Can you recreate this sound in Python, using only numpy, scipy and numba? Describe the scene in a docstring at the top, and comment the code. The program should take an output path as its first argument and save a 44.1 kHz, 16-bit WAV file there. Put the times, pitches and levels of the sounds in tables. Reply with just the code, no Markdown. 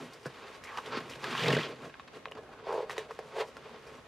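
"""In a small workshop, hands peel masking tape off a hollow wooden box, turn it on a bench and pick at its entrance hole.
Stick-slip grains and single clicks ring the walls, base, cavity and roof of the box, the bench top and the tape paper.
The dragged box judders: its landings boom in the bench, grit crunches and a base edge scrapes in a narrow band.
A lifted strip of tape rings at a moving pitch; the room answers with a short tail over quiet, low air."""
import sys
import numpy as np
from scipy import signal
from scipy.fft import rfft, irfft
from scipy.io import wavfile
from scipy.ndimage import uniform_filter1d
from numba import njit

SR = 44100
rng = np.random.default_rng(int(sys.argv[2]) if len(sys.argv) > 2 else 0)


def output_pcm(signal):
    """Save a mono or channel-first signal as 16-bit PCM at the path in sys.argv[1].

    Samples are clipped to [-1, 1] before scaling.
    """
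    pcm = np.clip(np.atleast_2d(signal).T, -1, 1) * 32767
    wavfile.write(sys.argv[1], SR, np.round(pcm).astype(np.int16))


N = 179619


def undb(db):
    """Amplitude factor of a level in dB."""
    return 10 ** (np.asarray(db) / 20)


def unit(x):
    """Scale to rms 1."""
    return x / np.sqrt(np.mean(x ** 2))


def colour(x, points):
    """Filter by a spectrum of (frequency [Hz], level [dB])."""
    hz, db = np.transpose(points)
    f = np.fft.rfftfreq(len(x), 1 / SR)
    gain = undb(np.interp(np.log(f + 1), np.log(hz), db))
    return irfft(rfft(x) * gain, len(x))


def walk(rate):
    """Random levels, rate per second, joined by slopes; rms 1."""
    k = int(SR / rate)
    steps = np.repeat(rng.standard_normal(N // k + 1), k)
    return unit(uniform_filter1d(steps, k)[:N])


def curves(table):
    """Columns of a time table, one value per sample."""
    s, *columns = np.transpose(table)
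    return [np.interp(np.arange(N) / SR, s, c) for c in columns]


def strike(out, s, ring, peak_db):
    """Add a ring at time s with the given peak."""
    i = int(s * SR)
    out[i:i + len(ring)] += ring * undb(peak_db) / np.abs(ring).max()


def body(modes, sign=-1, below=0.7):
    """Impulse response of damped modes, alternating in sign or in step, weak outside their range; energy 1."""
    t = np.arange(SR // 10) / SR
    ring = np.zeros(len(t))
    for k, (hz, width_hz, db) in enumerate(modes):
        fade = np.exp(-np.pi * width_hz * t)
        ring += sign ** k * undb(db) * width_hz * fade * np.sin(2 * np.pi * hz * t)
    edges = [below * modes[0][0], 1.3 * modes[-1][0]]
    ring = signal.sosfilt(signal.butter(3, edges, "band", fs=SR, output="sos"), ring)
    return ring / np.sqrt(np.sum(ring ** 2))


# resonances of the box, bench top and tape paper: (frequency [Hz], width [Hz], relative level [dB])
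WALL_MODES = [(853, 180, 0), (1084, 59, 7.5), (1232, 83, 4.5), (1500, 220, -1), (1699, 36, 3.5)]
BENCH_MODES = [(134.3, 15, 0), (169, 20.6, -4.5)]
BASE_MODES = [(229.2, 60.5, 1), (311, 235, -2)]
CAVITY_MODES = [(369,50,-12.5),(444,46,1.5),(501,29.5,1),(544.3,34,-2),(617,19,-2),(668.5,61,-6),(828,170,-12)]
ROOF_MODES = [(1863, 266, -2), (2128, 115, 1), (2410, 177, -4), (2556, 68, 1), (2732, 400, -4),
              (3226, 330, -4.5), (3660, 230, -3.5), (3870, 360, -6.5), (4637, 960, -8)]
PAPER_MODES = [(4720, 1100, 2), (6020, 2640, 1), (7410, 4630, -3), (11300, 4600, -10.5), (12950, 1600, -13)]


def rubbed_bodies():
    """Responses of walls, bench, base, cavity, roof and paper to friction, modes alternating in sign."""
    return [body(WALL_MODES), body(BENCH_MODES), body(BASE_MODES),
            body(CAVITY_MODES, below=0.9), body(ROOF_MODES), body(PAPER_MODES)]


def struck_bodies(rubbed):
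    """A blow starts the modes of walls, cavity and roof together; bench, base and paper stay as rubbed."""
    _, bench, base, _, _, paper = rubbed
    return [body(WALL_MODES, sign=1), bench, base,
            body(CAVITY_MODES, sign=1, below=1.05), body(ROOF_MODES, sign=1), paper]


def slips(rate, scatter_db, hiss):
    """Adhesive and wood let go in random jerks, rate per second, of uneven size over finer friction."""
    when, size, sign = rng.random(N), rng.exponential(size=N), rng.choice([-1, 1], N)
    jerks = (when < rate / SR) * sign * undb(scatter_db * np.minimum(size, 3))
    return unit(unit(jerks) + hiss * rng.standard_normal(N))


def shared(db, shares, low_db, cavity_db, high_db):
    """Power in each of the six bodies: common level, fixed share and the colour of the moment."""
    extra = (0, low_db, low_db, cavity_db, high_db, high_db)
    return np.array([undb(db + a + b) ** 2 for a, b in zip(shares, extra)])


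def strokes(table, shares):
    """Power of strokes that each swell, hold and fade along straight lines in dB."""
    t, power = np.arange(N) / SR, 0
    for s, swell, hold, fade, db, *colour_db in table:
        # swells and fades set shorter than 5 ms play as 5 ms
        away = np.maximum((s - t) / max(swell, .005), (t - s - hold) / max(fade, .005))
        power = power + shared(db - 20 * np.maximum(away, 0), shares, *colour_db)
    return power


# tape comes off the wall: (start of hold [s], swell over 20 dB [s], hold [s], fade over 20 dB [s], level [dB],
# bench and base above share [dB], cavity above share [dB], roof and paper above share [dB])
PEEL_STROKES = [(.32, 0.22, 0.24, 0.05, -53.5, 5.5, 3, 1), (.7, 0.14, 0.049, .05, -46.5, -4, -6, -6.5),
                (.775, 0.032, 0.012, 0.016, -37, -3.5, -9, -7.5), (.87, 0.12, 0.14, 0.07, -49, -1, 2.5, -2),
                (1.11, 0.016, 0.046, 0.034, -54, -1, -12, 6)]
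# shares of a peel: (walls [dB], bench [dB], base [dB], cavity [dB], roof [dB], paper [dB])
PEEL_BODY_SHARES = (-1, -37, -14.5, -6, -2.5, -13)


def peels():
    """Power that tape tearing off the wall puts into each body."""
    return strokes(PEEL_STROKES, PEEL_BODY_SHARES)


# a finger rubs the hole: (start of hold [s], swell over 20 dB [s], hold [s], fade over 20 dB [s], level [dB],
# bench and base above share [dB], cavity above share [dB], roof and paper above share [dB])
PICK_STROKES = [(2.68, 0.068, 0.14, 0.058, -40, 3.5, -1.5, 3.5),
                (2.9, 0.064, 0.031, 0.035, -42.5, 6, -13.5, 6),
                (2.965, 0.034, 0.05, 0.04, -47.5, 4.5, -3.5, 9.5),
                (3.092, 0.05, 0.019, 0.016, -50.5, 5, 0.5, 4),
                (3.24, 0.044, 0.0088, 0.28, -52, 23.5, -1, -1),
                (3.368, 0.047, 0.022, 0.091, -40, -8.5, 2, -2), (3.4, 0.057, 0.013, 0.032, -30, -18, -6, 7)]
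# shares of a pick: (walls [dB], bench [dB], base [dB], cavity [dB], roof [dB], paper [dB])
PICK_BODY_SHARES = (-9.5, -31, -55, 2, -15.5, -31.5)


def picks():
    """Power that a finger rubbing the entrance hole puts into each body."""
    return strokes(PICK_STROKES, PICK_BODY_SHARES)


# the box slides on the bench: (start of hold [s], swell over 20 dB [s], hold [s], fade over 20 dB [s], level [dB],
# bench and base above share [dB], cavity above share [dB], roof and paper above share [dB])
DRAG_STROKES = [(0, 1.2, 0.028, -0.45, -50, 6.5, 2, -7), (.25, -0.7, 0.03, 0, -49, -3, -23, -2.5),
                (.885, 0.2, 0.013, -3, -54, -5, -5, -20), (.93, 0.1, 0.025, .05, -40, -4.5, -6, -8),
                (.965, .04, 0.024, -0.24, -41.5, 1, -7, 0), (1.003, 0, 0.0067, -0.15, -43, 3, -1, -5),
                (1.85, 0.09, 0.0052, 0.05, -44, 0, 1.5, -5),
                (1.303, -0.01, 0.0051, 0.1, -39.5, -10, -13, -0.5),
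                (2.076, 0, 0.0063, 0.01, -48.5, -9, -4, -1), (2.15, .05, 0.018, 0.08, -51, -1, 0.5, -3),
                (2.351, .006, 0.0058, -0.05, -46, 1, 1.5, -7),
                (2.379, 0.04, 0.0073, -0.12, -47.5, -6, 5, -8.5), (2.53, 0.05, 0.006, 0, -50, -15, -2, -10),
                (2.597, 0.1, .008, -0.1, -52, -14, -12, -11), (2.36, 0, 0.0099, 0.4, -55, -11, 2, -8.5),
                (3.72, 0.76, 0.022, 0.1, -55, -1, 2, -3), (3.93, 0.37, 0.067, -1.6, -54.5, -7, -0.5, -4)]
# shares of a drag: (walls [dB], bench [dB], base [dB], cavity [dB], roof [dB], paper [dB])
DRAG_BODY_SHARES = (-2.5, -7, -3.5, -0.5, -1, -15)


def drags():
    """Power that short slides of the box on the bench put into each body."""
    return strokes(DRAG_STROKES, DRAG_BODY_SHARES)


# the box turns on the bench in one long drag: (time [s], level [dB], bench and base above share [dB],
# cavity above share [dB], roof and paper above share [dB])
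TURN_CURVE = [(1.19, -54, -11, -8, -2), (1.235, -40, 0.5, -10, -4), (1.3, -39, -3.5, -6, -2),
              (1.38, -39, -6.5, -25, -3), (1.43, -39, -2.5, 3.5, 6), (1.49, -39, 6, 6, 2),
              (1.54, -37.5, 2.5, 8, 5.5), (1.58, -40, 6.5, 1.5, 0), (1.62, -42, -7, -3, 2.5),
              (1.72, -49, 0.5, 5, -2.5), (1.78, -78, 1, -5, 8)]


def turn():
    """Power that the long drag puts into each body, silent outside its times."""
    db, *colour_db = curves(TURN_CURVE)
    t = np.arange(N) / SR
    inside = (t > TURN_CURVE[0][0]) * (t < TURN_CURVE[-1][0])
    return shared(db, DRAG_BODY_SHARES, *colour_db) * inside


# hands shift on the box throughout: (time [s], level [dB], bench and base above share [dB],
# cavity above share [dB], roof and paper above share [dB])
HOLD_CURVE = [(0,-48,7,4,0.5),(.32,-62,-7,3,2),(.89,-52.5,-0.5,0,3.5),(1.06,-54,6,3,2.5),(1.27,-49,-2,2,-1),(1.4,-40.5,-4,-1.5,6),(1.51,-49,0,2,2),
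              (1.68,-56,7,-7,2),(2.02,-61.5,4,0,3.5),(2.66,-62,5.5,-2,1.5),(2.86,-57,0,10.5,-6),(3.04,-56,-0.5,1,0.5),(3.24,-54.5,-9,-3,1.5),(3.66,-58,0,-11,1.5),
              (3.79,-57,-3.5,-7,-1.5),(4.07,-60.5,1,0,4.5)]
# shares of the holding hands: (walls [dB], bench [dB], base [dB], cavity [dB], roof [dB], paper [dB])
HOLD_BODY_SHARES = (-5.5, -12.5, -8, -6.5, -6.5, -14.5)


def holding():
    """Power that the holding hands put into each body without pause."""
    db, *colour_db = curves(HOLD_CURVE)
    return shared(db, HOLD_BODY_SHARES, *colour_db)


# the dragged box hops: (time of landing [s], depth of the pulsing [0-1], bench boom [dB],
# crunch level [dB, its rms is 6 dB lower], crunch pitch [Hz])
HOP_LANDINGS = [(1.375,0.2,-56,-42,3230),(1.393,0.15,-53,-43,3200),(1.41,0,-38.5,-41,3100),(1.433,0.3,-37,-41,3100),(1.458,0.2,-32.5,-38,2050),
                (1.48,0.17,-32.5,-36,3760),(1.501,0.3,-29,-36,1820),(1.524,0.27,-33.5,-40,2740),(1.546,0.3,-33.5,-36.5,1960),(1.566,0.5,-35,-43.5,3330),
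                (1.585,0.4,-35.5,-38,1980),(1.606,0,-48,-46,2680),(1.63,0.2,-67,-44.5,3330)]
CRUNCH_S, CRUNCH_CYCLES = .0022, 9.0  # peak of a grit burst; cycles in which its ring fades by 20 dB


def hop_phase():
    """Count of hops so far, rising by one from each landing to the next."""
    return np.interp(np.arange(N) / SR, np.transpose(HOP_LANDINGS)[0], np.arange(len(HOP_LANDINGS)))


def judder():
    """Pulsing of the friction, one swell per hop; returns its depth and its gain."""
    phase = hop_phase()
    inside = (phase > 0) * (phase < len(HOP_LANDINGS) - 1)
    depth = np.clip(curves(HOP_LANDINGS)[0], 0, 1) * inside
    pulse = 2.2 * np.sin(np.pi * (phase % 1) ** .42) ** 4
    return depth, 1 - depth + depth * pulse


def landings():
    """Every landing after the first row is an impulse that booms in the bench top."""
    boom_db = curves(HOP_LANDINGS)[1]
    mean_gap_s = np.diff(np.transpose(HOP_LANDINGS)[0]).mean()
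    impulses = np.diff(np.floor(hop_phase()), prepend=0) * np.sqrt(SR * mean_gap_s)
    return signal.fftconvolve(impulses * undb(boom_db), body(BENCH_MODES, below=0.79))[:N]


def crunches():
    """At each row a burst of grit rings the base edge at its own pitch."""
    out, t = np.zeros(N), np.arange(SR // 25) / SR
    grit = rng.standard_normal((len(HOP_LANDINGS), len(t))) ** 3 * t * np.exp(-t / CRUNCH_S)
    for (s, _, _, db, hz), burst in zip(HOP_LANDINGS, grit):
        edge = np.sin(2 * np.pi * hz * t) * 10 ** (-t * hz / CRUNCH_CYCLES)
        ring = signal.fftconvolve(burst, edge)
        i = int(s * SR)
        out[i:i + len(ring)] += undb(db) * unit(ring) / 2
    return out


# edge of the entrance hole: (frequency [Hz], width [Hz], relative level [dB])
RIM_MODES = [(706, 71, -6), (834, 57, -1.5), (952, 66, -1)]
# dry skin hissing on the rim: (frequency [Hz], width [Hz], relative level [dB])
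SKIN_MODES = [(8500, 5700, 1), (13400, 2700, 0)]
RIM_DB, SKIN_DB = -9, -7.5  # rim relative to the cavity drive, skin relative to the paper drive
PAPER_FLICKER_DB = 2  # rms


def rubbing(bodies):
    """Hands play slips into each body; hops pulse walls, cavity, roof and paper, and picks add rim and skin."""
    depth, hop = judder()
    grip = undb(1.5 * walk(45))  # finger pressure trembles
    coarse = slips(rate=400, scatter_db=2.5, hiss=0.72)
    fine = slips(rate=1200, scatter_db=0.0, hiss=0.98)
    medium = unit(coarse + fine)
    flicker = undb(PAPER_FLICKER_DB * walk(25.68))
    drives = (medium * grip * hop,  # walls
              coarse * (1 - depth),  # bench
              coarse,  # base
              coarse * grip * hop,  # cavity
              fine * grip ** (1 - depth) * hop,  # roof
              fine * hop * flicker)  # paper
    pick_power = picks()
    gains = np.sqrt(drags() + peels() + pick_power + turn() + holding())
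    out = sum(signal.fftconvolve(d * g, b)[:N] for d, g, b in zip(drives, gains, bodies))
    rim_drive = coarse * grip * np.sqrt(pick_power[3]) * undb(RIM_DB)
    skin_drive = fine * np.sqrt(pick_power[5]) * undb(SKIN_DB)
    out += signal.fftconvolve(rim_drive, body(RIM_MODES))[:N]
    return out + signal.fftconvolve(skin_drive, body(SKIN_MODES))[:N]


# single clicks: (time [s], walls peak [dB], cavity above walls [dB], roof above walls [dB], paper above walls [dB],
# snap above walls [dB], pitch of the snapping nail or tape edge [Hz], rattle t60 [s])
CLICK_EVENTS = [(0.133,-50,-36,-5,8.5,-3,1830,0.09),(.232,-60,-13,-5,12,-10,1800,0.083),(.257,-32.5,1.5,-22,-6.5,-1,1510,0.081),
                (.263,-34.5,2.5,-20,-16,-5,1150,0.063),(0.27,-40,2.5,-18,-20,-2,1480,.05),(0.638,-49.5,-17,14,8.5,-10,2300,0.098),(.774,-35.5,-6,0,3,4,2940,0.024),
                (.781,-36,-17,-13,-10,-6,1410,.033),(0.785,-33,-22,-3,-33,5,1118,0.079),(.86,-44.5,6,11,5,6.5,3400,0.032),(.869,-56,1,3,-8,-3,4530,.02),
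                (.972,-41,-26,-8,-5,-6,1170,0.056),(1.095,-43.5,-17,5,6,-5,2458,0.13),(1.136,-46,-5.5,6,-6,8,2860,0.03),(1.158,-38.5,0.5,-14,-1.5,-5,1600,0.024),
                (1.242,-26,-11,6,-0.5,2,1641,0.025),(1.351,-23.5,-31,-5,-27,-7,1575,0.053),
                (1.566,-30,9,-5,-20,5,1570,.046),(1.897,-48.5,-22,8.5,-22.5,4.5,1630,0.045),(1.941,-44,-18,11,-5,6,1570,0.012),
                (1.954,-43,-34,-26,-38,-10,1010,.024),(1.997,-39,-20,5,-19,-0.5,1120,0.07),
                (2.256,-35.5,-22.5,11,-11,1.5,1075,0.025),(2.263,-43.5,2.5,-8,-20,-3,1090,0.023),(2.274,-45.5,4.5,-8,-21,3,710,0.047),(2.284,-47,-3,-2,-21,4,2950,.027),
                (2.313,-38,0,-6,-7.5,-6,1900,0.08),(2.3202,-36,-9,-5,-17,2,2900,0.018),(2.372,-41,-2,-12,-16,3,1000,0.04),
                (2.395,-52,-4,-10,-20,-9,810,.05),(2.465,-49.5,-13,-19,-26.5,-2,1520,.027),(2.491,-46,-4,-14,-27,1,780,.03),
                (2.67,-41,12,-28,-48.5,-9,935,0.057),(2.726,-34,7,-6,-7,4,860,0.034),
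                (2.742,-39,0,-5,-9,-6,1535,.04),(2.896,-24.5,-8.5,-9,-12,-6.5,1970,0.036),(2.905,-33,-10,5.5,-9,-17,1870,0.041),(2.91,-35,-16,7.5,-4.5,-12,1650,0.12),
                (2.967,-37.5,-2,-15,-8,-1,1020,0.087),(2.98,-29,3,7,1,-7,2010,0.073),(2.992,-36,-2,5,-14,1,1810,0.046),(3.109,-31.5,-10.5,-10,-12,-6.5,1100,0.032),
                (3.114,-36.5,-3.5,0.5,-16,-3,1860,.05),(3.19,-31.5,4.5,-3.5,-9.5,-5,740,0.038),(3.401,-51,-15,6,-28,-8,1540,.019),(3.568,-40,0.5,5,0.5,-1,1376,0.031),
                (3.694,-45,-7,-12,-10,-1.5,1060,0.051),(3.867,-45,3.5,-13,-2.5,-6,2420,0.26)]
CLICK_BENCH_DB, CLICK_BASE_DB = -30.5, -30.5  # above the walls
TICK_DB, TICK_MS = 13, 0.18  # first contact: size over a full rattle, length of the push
SNAP_CYCLES = 11.8  # cycles in which a snap fades by 20 dB
SOFT_T60_S = 0.041  # shorter rattles are also weaker against their tick


def clicks(bodies):
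    """A sharp tick with a short rattle behind it rings each body; the edge that let go snaps at its own pitch."""
    out, t = np.zeros(N + SR), np.arange(SR // 8) / SR
    tick = undb(TICK_DB) * np.exp(-(t * 2000 / TICK_MS - 1) ** 2)
    rattles = rng.standard_normal((len(CLICK_EVENTS), len(t))) ** 3 / 4  # cubed into separate crackles
    for (s, db, cavity_db, roof_db, paper_db, snap_db, hz, t60), rattle in zip(CLICK_EVENTS, rattles):
        softness = min(t60 / SOFT_T60_S, 1) ** 2
        blow = tick + rattle * np.exp(-np.log(1000) * t / t60) * softness
        snap = np.sin(2 * np.pi * hz * t) * 10 ** (-t * hz / SNAP_CYCLES)
        parts_db = [0, CLICK_BENCH_DB, CLICK_BASE_DB, cavity_db, roof_db, paper_db, snap_db]
        for part_db, b in zip(parts_db, [*bodies, snap]):
            strike(out, s, signal.fftconvolve(blow, b), db + part_db)
    return out[:N]


# the fingertip catches on the hole and lets go: (time [s], cavity peak [dB], rim above cavity [dB])
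CATCH_EVENTS = [(2.693, -27.5, -2), (2.706, -29, 4), (2.716, -33, 6), (2.7405, -24.5, -19),
                (2.751, -22.5, -19), (2.76, -27.5, -18), (2.779, -26, -9), (2.791, -27, -4),
                (2.797, -38, -6), (2.805, -26, -6), (2.829, -31, -5), (2.84, -36, -8), (3.208, -43, -3),
                (3.247, -45, -8), (3.345, -36, -22), (3.364, -32, -18), (3.384, -27.5, -12),
                (3.412, -29, -6), (3.423, -30, 4)]


def catches(bodies):
    """Each release of the fingertip is an impulse into the cavity and the rim."""
    out, rim = np.zeros(N + SR), body(RIM_MODES, sign=1.0)
    for s, db, rim_db in CATCH_EVENTS:
        strike(out, s, bodies[3], db)
        strike(out, s, rim, db + rim_db)
    return out[:N]


# the box knocks on the bench: (time [s], bench peak [dB], base peak [dB])
THUMP_EVENTS = [(0.2561, -36.5, -37.5), (0.971, -60, -31), (1.157, -45, -61)]


def thumps(bodies):
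    """Each knock is an impulse into the bench top and the base."""
    out = np.zeros(N + SR)
    for s, bench_db, base_db in THUMP_EVENTS:
        strike(out, s, bodies[1], bench_db)
        strike(out, s, bodies[2], base_db)
    return out[:N]


@njit
def sweep(x, hz, damping):
    """State-variable band-pass whose centre moves, gain 1 at the centre."""
    y, b, l = np.empty(len(x)), 0., 0.
    for i in range(len(x)):
        g = np.tan(np.pi * hz[i] / SR)
        v = (b + g * (x[i] - l)) / (1 + g * (g + damping))
        b, l, y[i] = 2 * v - b, l + 2 * g * v, damping * v
    return y


def moving_ring(table):
    """Slips ring a narrow resonance that moves, silent before the first and after the last row."""
    hz, db = curves(table)
    grains = slips(rate=1200, scatter_db=3.0, hiss=0.75)
    ring = unit(sweep(sweep(grains, hz, 0.15), hz, 1.0))
    inside = (hz != hz[0]) * (hz != hz[-1])
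    return ring * undb(db + 1.6 * walk(59.8)) * inside


# the lifted strip grows longer and its ring sinks: (time [s], pitch [Hz], level [dB])
STRIP_RING = [(.63,2310,-62),(.655,2070,-54),(.685,2030,-46),(.705,1820,-50),(.712,1700,-54),(.718,1140,-51),(.727,1110,-42),(.76,1090,-59),(.79,1110,-39),(.815,1070,-70)]


def tape_strip():
    """The free strip of tape rings at its moving pitch under the slips of the glue."""
    return moving_ring(STRIP_RING)


# an edge of the base scrapes while the box turns: (time [s], pitch [Hz], level [dB])
SCRAPE_RING = [(1.24, 2900, -66), (1.33, 3180, -53), (1.41, 3300, -43), (1.46, 3470, -54),
               (1.55, 2880, -45.5), (1.64, 3254, -43), (1.7, 3050, -59.5)]


def base_scrape():
    """Slips of the base edge on the bench ring in a narrow moving band."""
    return moving_ring(SCRAPE_RING)


ROOM_T60_S = 0.11


def room(x):
    """A diffuse tail: noise from 2 ms on that fades exponentially, energy 1."""
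    t = np.arange(SR // 3) / SR
    tail = rng.standard_normal(len(t)) * np.exp(-np.log(1000) * t / ROOM_T60_S) * (t > .002)
    return signal.fftconvolve(x, tail / np.sqrt(np.sum(tail ** 2)))[:N]


# spectra of the workshop air in mid and side: (frequency [Hz], relative level [dB per Hz])
AIR_MID_SPECTRUM = [(15, -50), (25, 6), (60, 12.5), (122, 14.5), (289, 7.5), (469, 13), (871, 7.5),
                    (1170, 3.5), (2490, -7), (4500, -60), (11500, -22), (13500, -45), (15500, -68)]
AIR_SIDE_SPECTRUM = [(15, -48), (25, -15), (156, -2), (389, 0.5), (1660, -4), (3340, -8.5), (10100, -24),
                     (13500, -34), (15500, -56)]
AIR_DB, AIR_SIDE_DB = -59.5, -63


def air(points, db):
    """Workshop air: coloured noise whose level wavers a little."""
    return unit(colour(rng.standard_normal(N), points)) * undb(db + 1.5 * walk(5.77))


# width of the reflections: (frequency [Hz], side level before ROOM_SIDE_DB [dB])
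ROOM_WIDTH = [(60, -29), (110, -61), (200, -39), (380, -29), (700, -29), (1290, -17), (2380, -13.5),
              (4400, -9.5), (8120, -3), (15000, 0)]
ROOM_DB, ROOM_SIDE_DB = -13, -5


def scene():
    """Close-set microphones hear the same direct sound; they differ in the reflections, most in the treble."""
    rubbed = rubbed_bodies()
    struck = struck_bodies(rubbed)
    hands = rubbing(rubbed) + clicks(struck) + catches(struck) + thumps(struck)
    hands += landings() + crunches() + tape_strip() + base_scrape()
    mid = hands + undb(ROOM_DB) * room(hands) + air(AIR_MID_SPECTRUM, AIR_DB)
    side = undb(ROOM_SIDE_DB) * colour(room(hands), ROOM_WIDTH) + air(AIR_SIDE_SPECTRUM, AIR_SIDE_DB)
    side -= 0.023 * mid  # leans slightly to the right
    return np.array([mid + side, mid - side])


LOW_CUT_HZ, TOP_HZ = 45, 15650


def record(dry):
    """A gentle high-pass thins the deepest bass and a steep low-pass cuts the top."""
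    thin = signal.sosfilt(signal.butter(2, LOW_CUT_HZ, "high", fs=SR, output="sos"), dry)
    return signal.sosfilt(signal.ellip(10, .2, 70, TOP_HZ, fs=SR, output="sos"), thin)


dry = scene()
out = record(dry)
output_pcm(out)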